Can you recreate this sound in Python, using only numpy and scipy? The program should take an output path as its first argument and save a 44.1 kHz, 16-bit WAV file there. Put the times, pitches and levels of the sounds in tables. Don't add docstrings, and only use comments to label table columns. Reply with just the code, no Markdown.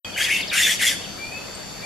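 import sys
import numpy as np
from scipy import signal
from scipy.fft import rfft, irfft, next_fast_len
from scipy.io import wavfile
from scipy.ndimage import uniform_filter1d, map_coordinates

SR = 44100
rng = np.random.default_rng(int(sys.argv[2]) if len(sys.argv) > 2 else 0)


def put_to_file(sound):
    columns = np.atleast_2d(sound).T
    safe = np.clip(columns, -1, 1)
    whole_steps = np.round(safe * 32767)
    wavfile.write(sys.argv[1], SR, whole_steps.astype(np.int16))


N = 81585

# t/s, f/Hz
LOW_VOICE_PITCH = [(.165, 1650), (.177, 2418), (.19, 1677), (.218, 1750), (.25, 2050), (.275, 1895),
                   (.296, 1901), (.312, 2199), (.34, 2265), (.41, 2101), (.512, 1800), (.53, 1450),
                   (.56, 1600), (.61, 1921), (.655, 2047), (.677, 1720), (.686, 2192), (.70, 1830),
                   (.74, 2095), (.80, 2050), (.818, 1717), (.85, 1951), (.872, 2200), (.9, 2050),
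                   (.93, 1607)]
# f/Hz, left-right correlation
BEAK_CORRELATION = [(2000, 0.9), (3500, 0.86), (6000, 0.84), (9000, 0.69), (13000, 0.23)]


def amp(db):
    return 10 ** (np.asarray(db) / 20)


def unit(x):
    return x / np.sqrt(np.mean(x ** 2) + 1e-20)


def clock():
    return np.arange(N) / SR


def along(points, hz):
    f, v = np.transpose(points)
    return np.interp(np.log(hz + 1), np.log(f + 1), v)


def wobble(rate):
    return map_coordinates(rng.standard_normal(N // 4), [clock() * rate + 3], mode="wrap")


def gate(start, end, attack, release):
    return (1 + np.tanh((clock() - start) / attack)) * (1 - np.tanh((clock() - end) / release)) / 4


def envelope(s, db):
    return amp(np.interp(clock(), s, db)) * gate(s[0], s[-1], 0.0026, 0.003)


def tone(hz):
    return np.sqrt(2) * np.sin(2 * np.pi * (np.cumsum(hz * np.ones(N)) / SR + rng.random()))


def pan(x, db):
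    return x * amp(np.vstack([db, -db]))


def filtered(x, response):
    m = next_fast_len(N + SR // 2)
    return irfft(rfft(x, m) * response(np.fft.rfftfreq(m, 1 / SR)), m)[..., :N]


def noise(spectrum, correlation, patchy_db, shape=lambda hz, s: 1):
    def mid_side_eq(f):
        width = np.arccos(np.clip(along(correlation, f), -1, 1)) / 2
        return amp(along(spectrum, f)) * [np.cos(width), np.sin(width)]

    hz, s, bins = signal.stft(rng.standard_normal((2, N)), SR, nperseg=512, noverlap=384)
    patches = unit(uniform_filter1d(uniform_filter1d(rng.standard_normal(bins.shape[1:]), 4, 0), 14, 1))
    bins = bins * amp(patchy_db * patches) * shape(hz[:, None], s)
    pair = signal.istft(bins, nperseg=512, noverlap=384)[1][:, :N]
    mid, side = filtered(pair, mid_side_eq)
    return unit(np.array([mid + side, mid - side]))


def air():
    # f/Hz, relative level/dB
    spectrum = [(20, -12), (35, -3), (85, -3.5), (160, 0), (280, -1), (430, -3.5), (600, -1), (1100, -9),
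                (1600, -8.5), (3500, -11.5), (5000, -10), (7300, -12), (8600, -19), (12300, -19.5),
                (14000, -31)]
    # f/Hz, left-right correlation
    correlation = [(30, 0.0076), (70, -0.066), (150, 0.57), (400, 0.097), (1500, 0.55), (8000, -0.3)]
    # f/Hz, level/dB
    hums = [(90, -56), (195, -53)]
    # f/Hz, left over right/dB
    balance = [(100, 4.5), (400, 4), (800, 2), (2500, 2), (9000, 1.5)]
    hum = sum(amp(db + 3.1 * wobble(9.46)) * tone(hz + 5 * wobble(18)) for hz, db in hums)
    rush = amp(-36 + 0.26 * wobble(6.36)) * noise(spectrum, correlation, patchy_db=1.5)
    return filtered(rush + hum, lambda hz: pan(1, along(balance, hz) / 2))


def insects():
    # offset from the carrier/wing rates, relative level/dB
    sidebands = [(-2, -9), (-1, -7), (0, -0.5), (1, -19)]
    # start/s, end/s, f/Hz, level/dB
    thin_tones = [(1.33, 1.79, 7270, -52), (1.65, 1.74, 7275, -54.5), (1.09, 1.186, 6180, -51.5),
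                  (1.08, 1.9, 3500, -54), (0, 1.6, 7270, -59)]
    carrier_hz, wing_hz, trill_db = 4575, 74.1, -44.5
    drift = np.cumsum(2 * wobble(11.4)) / SR
    trill, thin = np.zeros((2, N))
    for k, db in sidebands:
        cycles = (carrier_hz + k * wing_hz) * clock() + drift
        trill += np.sqrt(2) * amp(trill_db + db) * np.cos(2 * np.pi * cycles)
    for start, end, hz, db in thin_tones:
        gain = amp(db + wobble(24.5)) * gate(start, end, 0.023, 0.025)
        thin += gain * tone(hz + 6 * wobble(60.2))
    return pan(trill * amp(1.4 * wobble(59.5)), -0.2) + pan(thin, 0.97)


def whistles():
    # t/s, f/Hz, level/dB
    notes = [
        [(.04, 3090, -28), (.053, 3290, -33.5), (.061, 3300, -64)],
        [(.04, 2507, -42), (.065, 2512, -37), (.09, 2510, -44), (.125, 2380, -48)],
        [(.127, 3530, -46), (.14, 3330, -38.5), (.155, 2800, -36), (.17, 3120, -30), (.178, 3300, -50)],
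        [(.452, 3400, -46), (.456, 3100, -29), (.46, 2600, -46)],
        [(.916, 5410, -40), (.932, 4770, -33), (.944, 4470, -46)],
        [(.985, 2597, -46), (1.012, 2730, -44), (1.024, 3150, -39), (1.035, 3955, -52), (1.04, 3680, -37),
         (1.046, 3180, -33), (1.057, 2730, -42), (1.07, 2490, -44)],
        [(1.178, 2300, -49), (1.197, 2335, -39.5), (1.235, 2355, -33), (1.285, 2433, -40.5), (1.305, 2440, -45),
         (1.33, 2524, -37), (1.37, 2587, -35), (1.425, 2612, -44), (1.44, 2570, -64)],
        [(1.545, 8100, -60), (1.552, 8120, -35), (1.562, 8080, -54), (1.61, 8100, -57)],
        [(1.805, 2250, -63), (1.825, 2300, -45.5), (1.85, 2370, -31.5)],
    ]
    out = np.zeros(N)
    for note in notes:
        s, hz, db = np.transpose(note)
        out += envelope(s, db) * tone(np.interp(clock(), s, hz) + 7 * wobble(200))
    return out


def membrane(hz, jitter_hz, jitter_rate, shimmer_db):
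    return unit(tone(hz + jitter_hz * wobble(jitter_rate)) * amp(shimmer_db * wobble(420)))


def low_pitch(s):
    return np.interp(s, *np.transpose(LOW_VOICE_PITCH))


def low_voice(gain):
    # start/s, end/s, first f/Hz, last f/Hz, level/dB
    squeaks = [(.176, 0.19, 2600, 1587, -27), (0.293, 0.318, 2100, 2866, -24),
               (.313, 0.33, 2150, 2240, -22.5), (.663, .671, 2050, 1560, -24.5),
               (0.677, .683, 1750, 1950, -25), (.684, 0.698, 2347, 1815, -23.5),
               (0.844, 0.856, 1850, 1874, -22.5)]
    t = clock()
    voice = gain * membrane(low_pitch(t), jitter_hz=152.8, jitter_rate=900, shimmer_db=2.5)
    for start, end, first_hz, last_hz, db in squeaks:
        glide = np.interp(t, [start, end], [first_hz, last_hz])
        voice += amp(db) * gate(start, end, 0.0018, 0.0028) * tone(glide)
    return voice


def rasp():
    # f/Hz, relative level/dB
    spectrum = [(600, -14.5), (1300, -14), (1900, 2.5), (2650, 2), (3150, 2), (3650, -6), (4100, -22),
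                (5000, -50)]

    def low_cut(hz, s):
        corner_hz, order, leak_db = 0.93 * low_pitch(s), 5.9, -17
        return amp(leak_db) + 1 / np.sqrt(1 + (corner_hz / (hz + 1)) ** (2 * order))

    grit = noise(spectrum, BEAK_CORRELATION, patchy_db=2.8, shape=low_cut)
    return unit(grit * amp(1.3 * wobble(350)))


def hiss():
    # f/Hz, relative level/dB
    spectrum = [(1000, -28.5), (3000, -2.5), (4500, -3), (5800, 0), (7200, 0), (8300, -3.5), (10000, -2.5),
                (11300, -7), (12500, -5.5), (14300, -15)]
    # start/s, end/s, f/Hz, boost/dB
    resonances = [(.28, 0.417, 10300, 10), (0.573, 0.62, 6810, 10.5), (0.545, 0.641, 8660, 7.5),
                  (0.59, 0.632, 9400, 5), (0.633, 0.756, 5740, 5), (0.685, 0.767, 7740, 7),
                  (0.812, 0.898, 7700, 4)]

    def peaks(hz, s, width_hz=150):
        return amp(sum(db * ((s > start) & (s < end)) * np.exp(-((hz - centre) / width_hz) ** 2)
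                       for start, end, centre, db in resonances))

    breath = noise(spectrum, BEAK_CORRELATION, patchy_db=2.5, shape=peaks)
    return unit(breath * amp(0.51 * wobble(900)))


def upper_voice():
    # start/s, end/s, f/Hz, level/dB
    bursts = [(0.207, 0.227, 3253, -27), (0.241, 0.256, 3255, -24.5), (0.319, 0.334, 3040, -26),
              (.328, 0.375, 2707, -23.5), (0.39, 0.424, 2678, -31), (0.522, 0.546, 2327, -26),
              (0.574, 0.596, 2616, -25), (0.624, .672, 3495, -20.5), (0.71, 0.729, 3345, -20.5),
              (0.821, 0.838, 3460, -24.5), (0.867, 0.896, 3390, -18.5), (0.899, .93, 3470, -33),
              (.952, 0.996, 3450, -40.5)]
    pulse_hz, depth = 112, 0.66
    voice = np.zeros(N)
    for start, end, hz, db in bursts:
        pulse = 1 + depth * np.sin(2 * np.pi * pulse_hz * (clock() - start))
        rough = membrane(hz, jitter_hz=81.0, jitter_rate=700, shimmer_db=0.5)
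        voice += amp(db) * gate(start, end, attack=0.0043, release=0.0055) * unit(pulse * rough)
    return voice


def squawks():
    # t/s, low voice/dB, rasp/dB, hiss/dB
    calls = [
        [(0.16, -29, -38, -47), (0.18, -31.5, -31.5, -31.5), (0.218, -27, -24.5, -28.5), (0.242, -35, -26, -27),
         (0.264, -32, -27, -32.5), (0.28, -32, -27.5, -39), (0.29, -23.5, -31.5, -35.5),
         (0.324, -24, -26, -32.5), (0.332, -31, -31, -33.5), (0.36, -27.5, -30, -32.5),
         (0.406, -35, -29, -40.5), (0.422, -50, -44, -40)],
        [(0.508, -39, -37, -43), (0.523, -31.5, -31, -46), (0.535, -31.5, -29, -27), (0.562, -27, -29, -26.5),
         (0.58, -29.5, -21, -24), (0.61, -20.5, -23, -23), (0.63, -28, -21.5, -22.5), (0.642, -52, -24, -25.5),
         (0.668, -25.5, -24, -25.5), (0.71, -23.5, -25.5, -24), (0.76, -44, -38.5, -33.5),
         (0.772, -45, -43, -37)],
        [(0.785, -49, -38, -37), (0.8, -30, -29.5, -34), (0.82, -23.5, -26, -23.5), (0.88, -23, -28, -22),
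         (0.898, -35, -27, -25.5), (0.915, -30, -28.5, -29), (0.96, -45.5, -54, -42)],
    ]
    attack_s = 0.0029
    gains = np.zeros((3, N))
    for call in calls:
        s, *levels = np.transpose(call)
        onset = 1 - np.exp(-np.maximum(clock() - s[0], 0) / attack_s)
        gains += onset * np.array([envelope(s, db) for db in levels])
    low_gain, rasp_gain, hiss_gain = gains
    return (pan(low_voice(amp(-2) * low_gain) + upper_voice(), 1.1)
            + pan(amp(1.5) * rasp_gain * rasp(), 0.86)
            + pan(amp(1) * hiss_gain * hiss(), 0.51))


def chips():
    # t/s, reference f/Hz, level/dB
    tops = [(.348, 5000, -34), (.416, 4950, -30.5), (0.4844, 5250, -30.5), (.759, 5170, -37.5)]
    # t from the top/s, pitch ratio, relative level/dB
    arch = [(-.009, .78, -5), (-.003, .94, -2), (0, 1.02, -0.5), (.004, .87, -2), (.008, .755, -9),
            (0.018, .72, 3.5), (.022, .65, 2.5), (.027, 0.48, -5)]
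    offset, ratio, arch_db = np.transpose(arch)
    out = np.zeros(N)
    for top, hz, db in tops:
        s = top + offset
        out += envelope(s, db + arch_db) * tone(hz * np.interp(clock(), s, ratio))
    return out


def branches(x):
    latest_s, reflection_db = 0.012, -18
    out = x.copy()
    for delay, side in rng.random((8, 2)):
        lag = int((0.2 + 0.8 * delay) * latest_s * SR)
        reflection = np.pad(x, ((0, 0), (lag, 0)))[:, :N]
        out += amp(reflection_db) * pan(reflection, 6 * (side - 0.5))
    return out


def foliage(x):
    # f/Hz, t60/s
    t60 = [(500, 0.19), (3300, 0.6), (7000, 0.63), (13000, 0.27)]
    hz, t, bins = signal.stft(rng.standard_normal((2, SR // 2)), SR, nperseg=256)
    tail = signal.istft(bins * amp(-60 * t / along(t60, hz)[:, None]), SR, nperseg=256)[1]
    impulse = np.pad(tail, ((0, 0), (300, 0))) / np.linalg.norm(tail[0])
    return signal.fftconvolve(x, impulse, axes=1)[:, :N]


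def scene():
    near = branches(squawks())
    far = pan(chips() + whistles(), 0.96)
    reverb = foliage(amp(-11) * near + amp(-5) * far)
    return near + far + reverb + insects() + air()


def record(dry):
    # f/Hz, width/Hz, depth (0-1)
    notches = [(3945, 45, 0.75), (7820, 44, 0.6)]
    start_s, top_hz = 0.046, 14500

    def response(f):
        dips = [1 - depth * np.exp(-((f - hz) / width) ** 2) for hz, width, depth in notches]
        return np.prod(dips, axis=0) * (f < top_hz)

    fade_in = np.clip((clock() - start_s) * 1000, 0, 1)
    return filtered(dry * fade_in, response)


dry = scene()
out = record(dry)
put_to_file(out)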